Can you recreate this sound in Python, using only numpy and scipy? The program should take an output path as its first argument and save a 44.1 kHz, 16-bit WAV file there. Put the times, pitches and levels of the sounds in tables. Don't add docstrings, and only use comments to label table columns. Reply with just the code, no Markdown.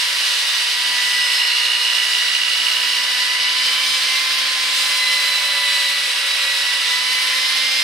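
import sys
import numpy as np
from scipy import signal
from scipy.fft import rfft, irfft, next_fast_len
from scipy.io import wavfile
from scipy.ndimage import uniform_filter1d, map_coordinates

SR = 44100
rng = np.random.default_rng(int(sys.argv[2]) if len(sys.argv) > 2 else 0)


def dump(signal):
    limited = np.clip(np.atleast_2d(signal).T, -1, 1)
    pcm = np.round(limited * 32767).astype(np.int16)
    wavfile.write(sys.argv[1], SR, pcm)


N = 345303
MAINS_HZ = 60
CRUISE_HZ = 250
TEETH = 4
GEARING = 19


def amp(db):
    return 10 ** (np.asarray(db) / 20)


def unit(x):
    return x / np.sqrt(np.mean(np.abs(x) ** 2) + 1e-20)


def seconds():
    return np.arange(N) / SR


def along(points, x):
    knots, values = np.transpose(points)
    return np.interp(np.log(x + 1), np.log(knots + 1), values)


def curve(rows):
    times, values = np.transpose(rows)
    return np.interp(seconds(), times, values)


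def wobble(rate):
    knots = rng.standard_normal(4096)
    coarse = np.arange(0, N + 32, 32)
    smooth = map_coordinates(knots, [coarse * rate / SR], mode="wrap")
    return np.interp(np.arange(N), coarse, smooth)


def filtered(x, response):
    size = next_fast_len(N + SR // 4)
    hz = np.fft.rfftfreq(size, 1 / SR)
    return irfft(rfft(x, size) * response(hz), size)[..., :N]


def bell(hz, centre, width, db):
    return db / (1 + (2 * (hz - centre) / width) ** 2)


# frequency in Hz, likeness from 0 to 1.
LIKENESS = [(250, .995), (480, .98), (700, .93), (1300, .72), (1800, .52), (2500, .33), (3500, .3),
            (5000, .64), (7000, .6), (15000, .71)]


def rush(spectrum, patchy_db):
    spectra = signal.stft(rng.standard_normal((2, N)), nperseg=512)[2]
    patches = rng.standard_normal(spectra.shape[1:])
    patches = uniform_filter1d(patches, size=4, axis=0)
    patches = uniform_filter1d(patches, size=36, axis=1)
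    pair = signal.istft(spectra * amp(patchy_db * unit(patches)), nperseg=512)[1][:, :N]

    def mid_side_gain(hz):
        fade_below = np.minimum(hz / spectrum[0][0], 1) ** 2
        colour = amp(along(spectrum, hz)) * fade_below
        turn = np.arccos(np.clip(along(LIKENESS, hz), -1, 1)) / 2
        return colour * [np.cos(turn), np.sin(turn)]

    mid, side = filtered(pair, mid_side_gain)
    return unit(np.array([mid + side, mid - side]))


def tone(angle, flutter_db, rough, spread):
    size = amp(flutter_db * (wobble(2.976) + 1.14 * wobble(22)))
    angle = angle + rough * (wobble(25) + .5 * wobble(160))
    apart = spread * np.array([[1], [-1]])
    balance = 1 + .4 * apart * wobble(2.5)
    return unit(size * balance * np.sin(angle + apart * (wobble(2) - .6)))


def mains_pulse(sharpness, peak):
    cycle = seconds() * MAINS_HZ - peak
    return np.exp(sharpness * (np.cos(2 * np.pi * cycle) - 1))


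# frequency in Hz, relative density in dB per Hz.
GROUND_SPECTRUM = [(15, -24), (40, -10), (70, 0), (100, -11), (200, -35)]
# start in seconds, end in seconds, each mid-fade.
RUMBLE_TIMES = [(.9, 2.4), (4.3, 6.15), (6.55, 7.6)]
# time in seconds, level in dB.
HUM_LEVEL = [(2.7, -78), (3.6, -73.5)]
UPPER_DB, LOWER_DB, RUMBLE_FADE_S = -76, -96, .2
HUM_HZ = 132


def outdoors():
    t = seconds()
    raised = sum(np.clip(.5 + np.minimum(t - start, end - t) / RUMBLE_FADE_S, 0, 1)
                 for start, end in RUMBLE_TIMES)
    rumble_db = LOWER_DB + (UPPER_DB - LOWER_DB) * raised + 5.5 * wobble(9)
    rumble = amp(rumble_db) * rush(GROUND_SPECTRUM, patchy_db=1.5)
    hum = tone(2 * np.pi * HUM_HZ * t, flutter_db=1.8, rough=0.5, spread=.03)
    return rumble + amp(curve(HUM_LEVEL)) * hum


# mean delay in seconds, level in dB.
ECHOES = [(.002, -25.5), (.0035, -22), (.0051, -18), (.006, -15), (.0091, -18.5)]


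def bounced(x, sway=0.00015):
    now = np.arange(N)
    wet = x.copy()
    for delay, db in ECHOES:
        then = now - (delay + sway * wobble(0.798)) * SR
        wet += amp(db) * np.array([np.interp(then, now, side, left=0) for side in x])
    return wet


# frequency in Hz, relative density in dB per Hz.
AIR_SPECTRUM = [(30, -80), (80, -60), (115, -38), (160, -32), (205, -35.5), (300, -24), (480, -15),
                (750, -13), (1050, -5.5), (1400, -3), (1900, 3.5), (2400, 0), (3000, 1), (4000, -41),
                (7000, -51)]
PAD_SPECTRUM = [(1200, -42), (2300, -3.5), (2900, 3), (3250, 1.5), (3600, 4), (4100, 3), (4600, -6.5),
                (5400, -42), (7000, -50)]
SIZZLE_SPECTRUM = [(3000, -37), (4100, -5), (4650, 1.5), (5200, 0), (5900, -7.5), (6800, -14.5),
                   (9000, -40)]
BRUSH_SPECTRUM = [(3000, -44), (5500, 2), (6800, -1.5), (8300, 2), (9500, 0.5), (11000, -5), (13000, -9.5),
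                  (15000, -11.5), (15900, -28)]
# base level in dB at cruising speed, before pulsing and echoes,
# dB per dB of rub, dB per extra motor turn a second.
AIR_RESPONSE = (-26, .3, 0.042)
PAD_RESPONSE = (-22.5, 0.4, 0.056)
SIZZLE_RESPONSE = (-26.5, .4, 0.021)
BRUSH_RESPONSE = (-30.5, 1.0, 0.022)
# time in seconds, rub in dB.
RUB_FIRMNESS = [(0.0, -0.5), (0.3, 1.5), (0.78, -1.2), (1.38, 1.6), (1.53, -1.4), (2.1, 0.5), (2.43, -2.5),
                (2.85, 0), (3.45, -2.6), (3.72, 0.1), (4.68, -0.5), (4.92, 2.5), (5.07, 0.8), (5.25, 1.9),
                (5.37, 0), (7.08, -0.2), (7.26, 1.1), (7.83, -1.2)]
# time in seconds, load in dB.
SPINDLE_LOAD = [(0, -8), (4.6, -6), (5.1, 3), (5.6, 8.5), (6.15, 2), (6.5, 6.5), (6.95, -6), (7.83, -4)]
SIZZLE_PER_LOAD = -0.16


def rubbing(shaft, speed):
    rub_db = curve(RUB_FIRMNESS)

    def hiss_db(response):
        db, per_rub, per_turn = response
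        return db + per_rub * rub_db + per_turn * (speed - CRUISE_HZ)

    sizzle_db = hiss_db(SIZZLE_RESPONSE) + SIZZLE_PER_LOAD * curve(SPINDLE_LOAD)
    spindle = shaft / GEARING + .3 * wobble(3)
    swish = np.sin(spindle) + 0.52 * np.sin(2 * spindle)
    swish += wobble(30) + 1.2 * wobble(9)
    chop = np.sin(shaft + 1.8 * wobble(28))

    air = amp(hiss_db(AIR_RESPONSE) + 0.29 * wobble(14)) * rush(AIR_SPECTRUM, patchy_db=0.4)
    foam = amp(hiss_db(PAD_RESPONSE)) * rush(PAD_SPECTRUM, patchy_db=0.7)
    foam += amp(sizzle_db) * rush(SIZZLE_SPECTRUM, patchy_db=0.7)
    pad = amp(.5 * swish + .45 * chop) * foam
    brush_db = hiss_db(BRUSH_RESPONSE) + 0.46 * swish + .5 * chop
    brush = amp(brush_db) * rush(BRUSH_SPECTRUM, patchy_db=1.94)
    return air * amp([[-.6], [.6]]) + pad * amp([[-1.0], [.9]]) + brush


# middle in seconds, half length in seconds (where it is down to 1/e),
# multiple of motor speed, level in dB at the middle.
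SQUEAL_EVENTS = [(.87, .14, 19, -30), (1.37, .17, 21, -27.5), (1.5, .35, 17, -33), (3.6, .22, 19, -33)]


def squeals(shaft):
    t = seconds()
    total = 0
    for middle, half, multiple, db in SQUEAL_EVENTS:
        swell = np.exp(-((t - middle) / half) ** 2)
        total = total + amp(db) * swell * tone(multiple * shaft, flutter_db=2.5, rough=.55, spread=.3)
    return total


# centre in Hz, width in Hz, lift in dB.
SHELL_RESONANCES = [(4130, 80, 5), (5120, 90, 5)]


def housing(hz):
    return amp(sum(bell(hz, *resonance) for resonance in SHELL_RESONANCES))


# motor turns a second, level in dB.
IMBALANCE = [(241, -69), (246, -57.5), (258, -55.5), (263, -50.5)]
# multiple of motor speed, level in dB at cruising speed before the shell.
SHAFT_LINES = [(2, -54), (3, -57), (6, -48), (7, -42), (9, -38), (11, -41), (13, -38), (15, -40), (17, -40),
               (18, -44), (19, -37), (20, -41), (21, -42), (22, -47), (24, -49)]
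# multiple of motor speed, level in dB before the side load.
BEARING_LINES = [(2.285, -52), (2.56, -61), (4.57, -54), (9.13, -45), (10.28, -43), (10.56, -45)]
# multiple of motor speed, level in dB before a 1 dB lift.
COMMUTATOR_LINES = [(32, -48), (40, -43), (48, -59)]
LINES_DB_PER_TURN = 0.23


def motor(shaft, speed):
    hum = amp(along(IMBALANCE, speed)) * tone(shaft, flutter_db=1.2, rough=.12, spread=0.03)
    lines = sum(amp(db) * tone(k * shaft, flutter_db=1.8, rough=.27, spread=min(.04 * k, .3))
                for k, db in SHAFT_LINES)
    lines *= amp(LINES_DB_PER_TURN * (speed - CRUISE_HZ))
    bearing = sum(amp(db) * tone(k * shaft, flutter_db=-0.6, rough=0.55, spread=0.046)
                  for k, db in BEARING_LINES)
    bearing = amp(curve(SPINDLE_LOAD)) * bearing
    lurch = 0.019 * np.sin(2 * np.pi * MAINS_HZ * seconds())
    whistle = sum(amp(db + 1) * tone(k * (shaft + lurch), flutter_db=.5, rough=.8, spread=.2)
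                  for k, db in COMMUTATOR_LINES)
    whistle *= unit(.5 + mains_pulse(sharpness=1.2, peak=.17))
    return hum + whistle + (filtered(lines, housing) + bearing) * amp([[-.8], [.8]])


THROB_START_S, THROB_HZ, THROB_DB, THROB_SETTLE_S = 6.374, 4.3, 3.5, 1.2


def throb():
    age = seconds() - THROB_START_S
    onset = np.clip(2 * THROB_HZ * age, 0, 1)
    depth = THROB_DB * onset * np.exp(-np.abs(age) / THROB_SETTLE_S)
    return -depth * np.cos(2 * np.pi * THROB_HZ * age)


# time in seconds, level in dB.
FIRST_LEVEL = [(0.0, -38.2), (0.24, -48.1), (0.93, -38.1), (2.13, -41.2), (2.34, -48.8), (2.94, -38.5),
               (5.79, -36.9), (5.97, -46.9), (6.72, -42.8), (6.93, -36.9), (7.41, -38.7), (7.83, -49.1)]
# time in seconds, level in dB before a 0.8 dB lift,
# throb and flutter.
SECOND_LEVEL = [(0, -37.3), (0.68, -33.8), (0.85, -29.6), (1.2, -25.2), (1.5, -28.1), (1.68, -33.2),
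                (2.15, -31.2), (2.78, -35.4), (3.3, -28.5), (3.92, -39.2), (4.14, -28.6), (4.74, -34.8),
                (5.13, -22.2), (5.4, -32.4), (5.57, -25.5), (5.98, -27.6), (6.2, -36.8), (6.55, -29.2),
                (7.83, -29.0)]
# time in seconds, level in dB.
THIRD_LEVEL = [(0, -37), (.25, -30), (.62, -30), (.8, -39), (1.5, -30), (3.4, -39), (3.85, -29.5),
               (4.6, -40), (5.7, -32), (6.25, -45), (6.8, -33), (7.83, -40)]
# time in seconds, level in dB.
CHATTER_LEVEL = [(0, -35), (1.0, -31.5), (1.45, -25), (3.2, -25), (4.2, -35.5), (5.6, -32.5), (7.83, -33)]
RATTLE_DB, RATTLE_PER_LOAD = -31.5, 0.6
CASE_HZ, CASE_WIDTH_HZ, CASE_DB = 4038, 73, 5


def gears(shaft, speed):
    mesh = TEETH * shaft + 0.072 * np.sin(shaft / GEARING)
    first, second, third, fourth = np.arange(1, 5)[:, None] * mesh

    second_db = curve(SECOND_LEVEL) + .8 + throb() + 1.5 * wobble(45)
    whine = amp(curve(FIRST_LEVEL)) * tone(first, flutter_db=0.7, rough=0.28, spread=0.11)
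    whine += amp(second_db) * tone(second, flutter_db=.5, rough=.2, spread=.35)
    whine += amp(curve(THIRD_LEVEL)) * tone(third, flutter_db=2, rough=0.28, spread=0.33)

    windup = 1.6 * np.sin(2 * np.pi * (seconds() * MAINS_HZ - .11))
    slap_size = mains_pulse(sharpness=2.2, peak=.11) * amp(2.2 * wobble(60))
    slaps = slap_size * tone(third - windup, flutter_db=.3, rough=.4, spread=.45)
    buzz = amp(curve(CHATTER_LEVEL)) * unit(slaps) * amp([[-.6], [.6]])

    rattle_db = RATTLE_DB + RATTLE_PER_LOAD * curve(SPINDLE_LOAD)
    rattle_db += bell(4 * TEETH * speed, CASE_HZ, CASE_WIDTH_HZ, CASE_DB)
    stutter = (.7 + mains_pulse(sharpness=1.1, peak=.5)) * amp(3 * wobble(80))
    buzz += amp(rattle_db) * unit(stutter * tone(fourth, flutter_db=.2, rough=.5, spread=.25))
    return (whine + buzz) * amp([[-1.2], [1.1]])


# time in seconds, motor turns a second before a slight random wobble.
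MOTOR_SPEED = [(0.0, 245.42), (0.51, 241.59), (0.66, 241.77), (0.87, 246.05), (1.14, 246.59),
               (1.53, 242.46), (1.98, 245.19), (2.49, 245.42), (3.18, 249.26), (3.48, 249.98),
               (3.72, 254.94), (4.23, 258.97), (4.56, 257.33), (6.15, 244.24), (6.6, 243.75),
               (6.75, 245.29), (7.65, 261.18), (7.83, 262.85)]


def scene():
    speed = curve(MOTOR_SPEED) + 0.1226 * wobble(12)
    shaft = 2 * np.pi * np.cumsum(speed) / SR
    hiss = amp(-0.28) * bounced(rubbing(shaft, speed))
    return outdoors() + hiss + squeals(shaft) + motor(shaft, speed) + gears(shaft, speed)


TOP_HZ = 15750


def record(dry):
    return filtered(dry, lambda hz: hz < TOP_HZ)


dry = scene()
out = record(dry)
dump(out)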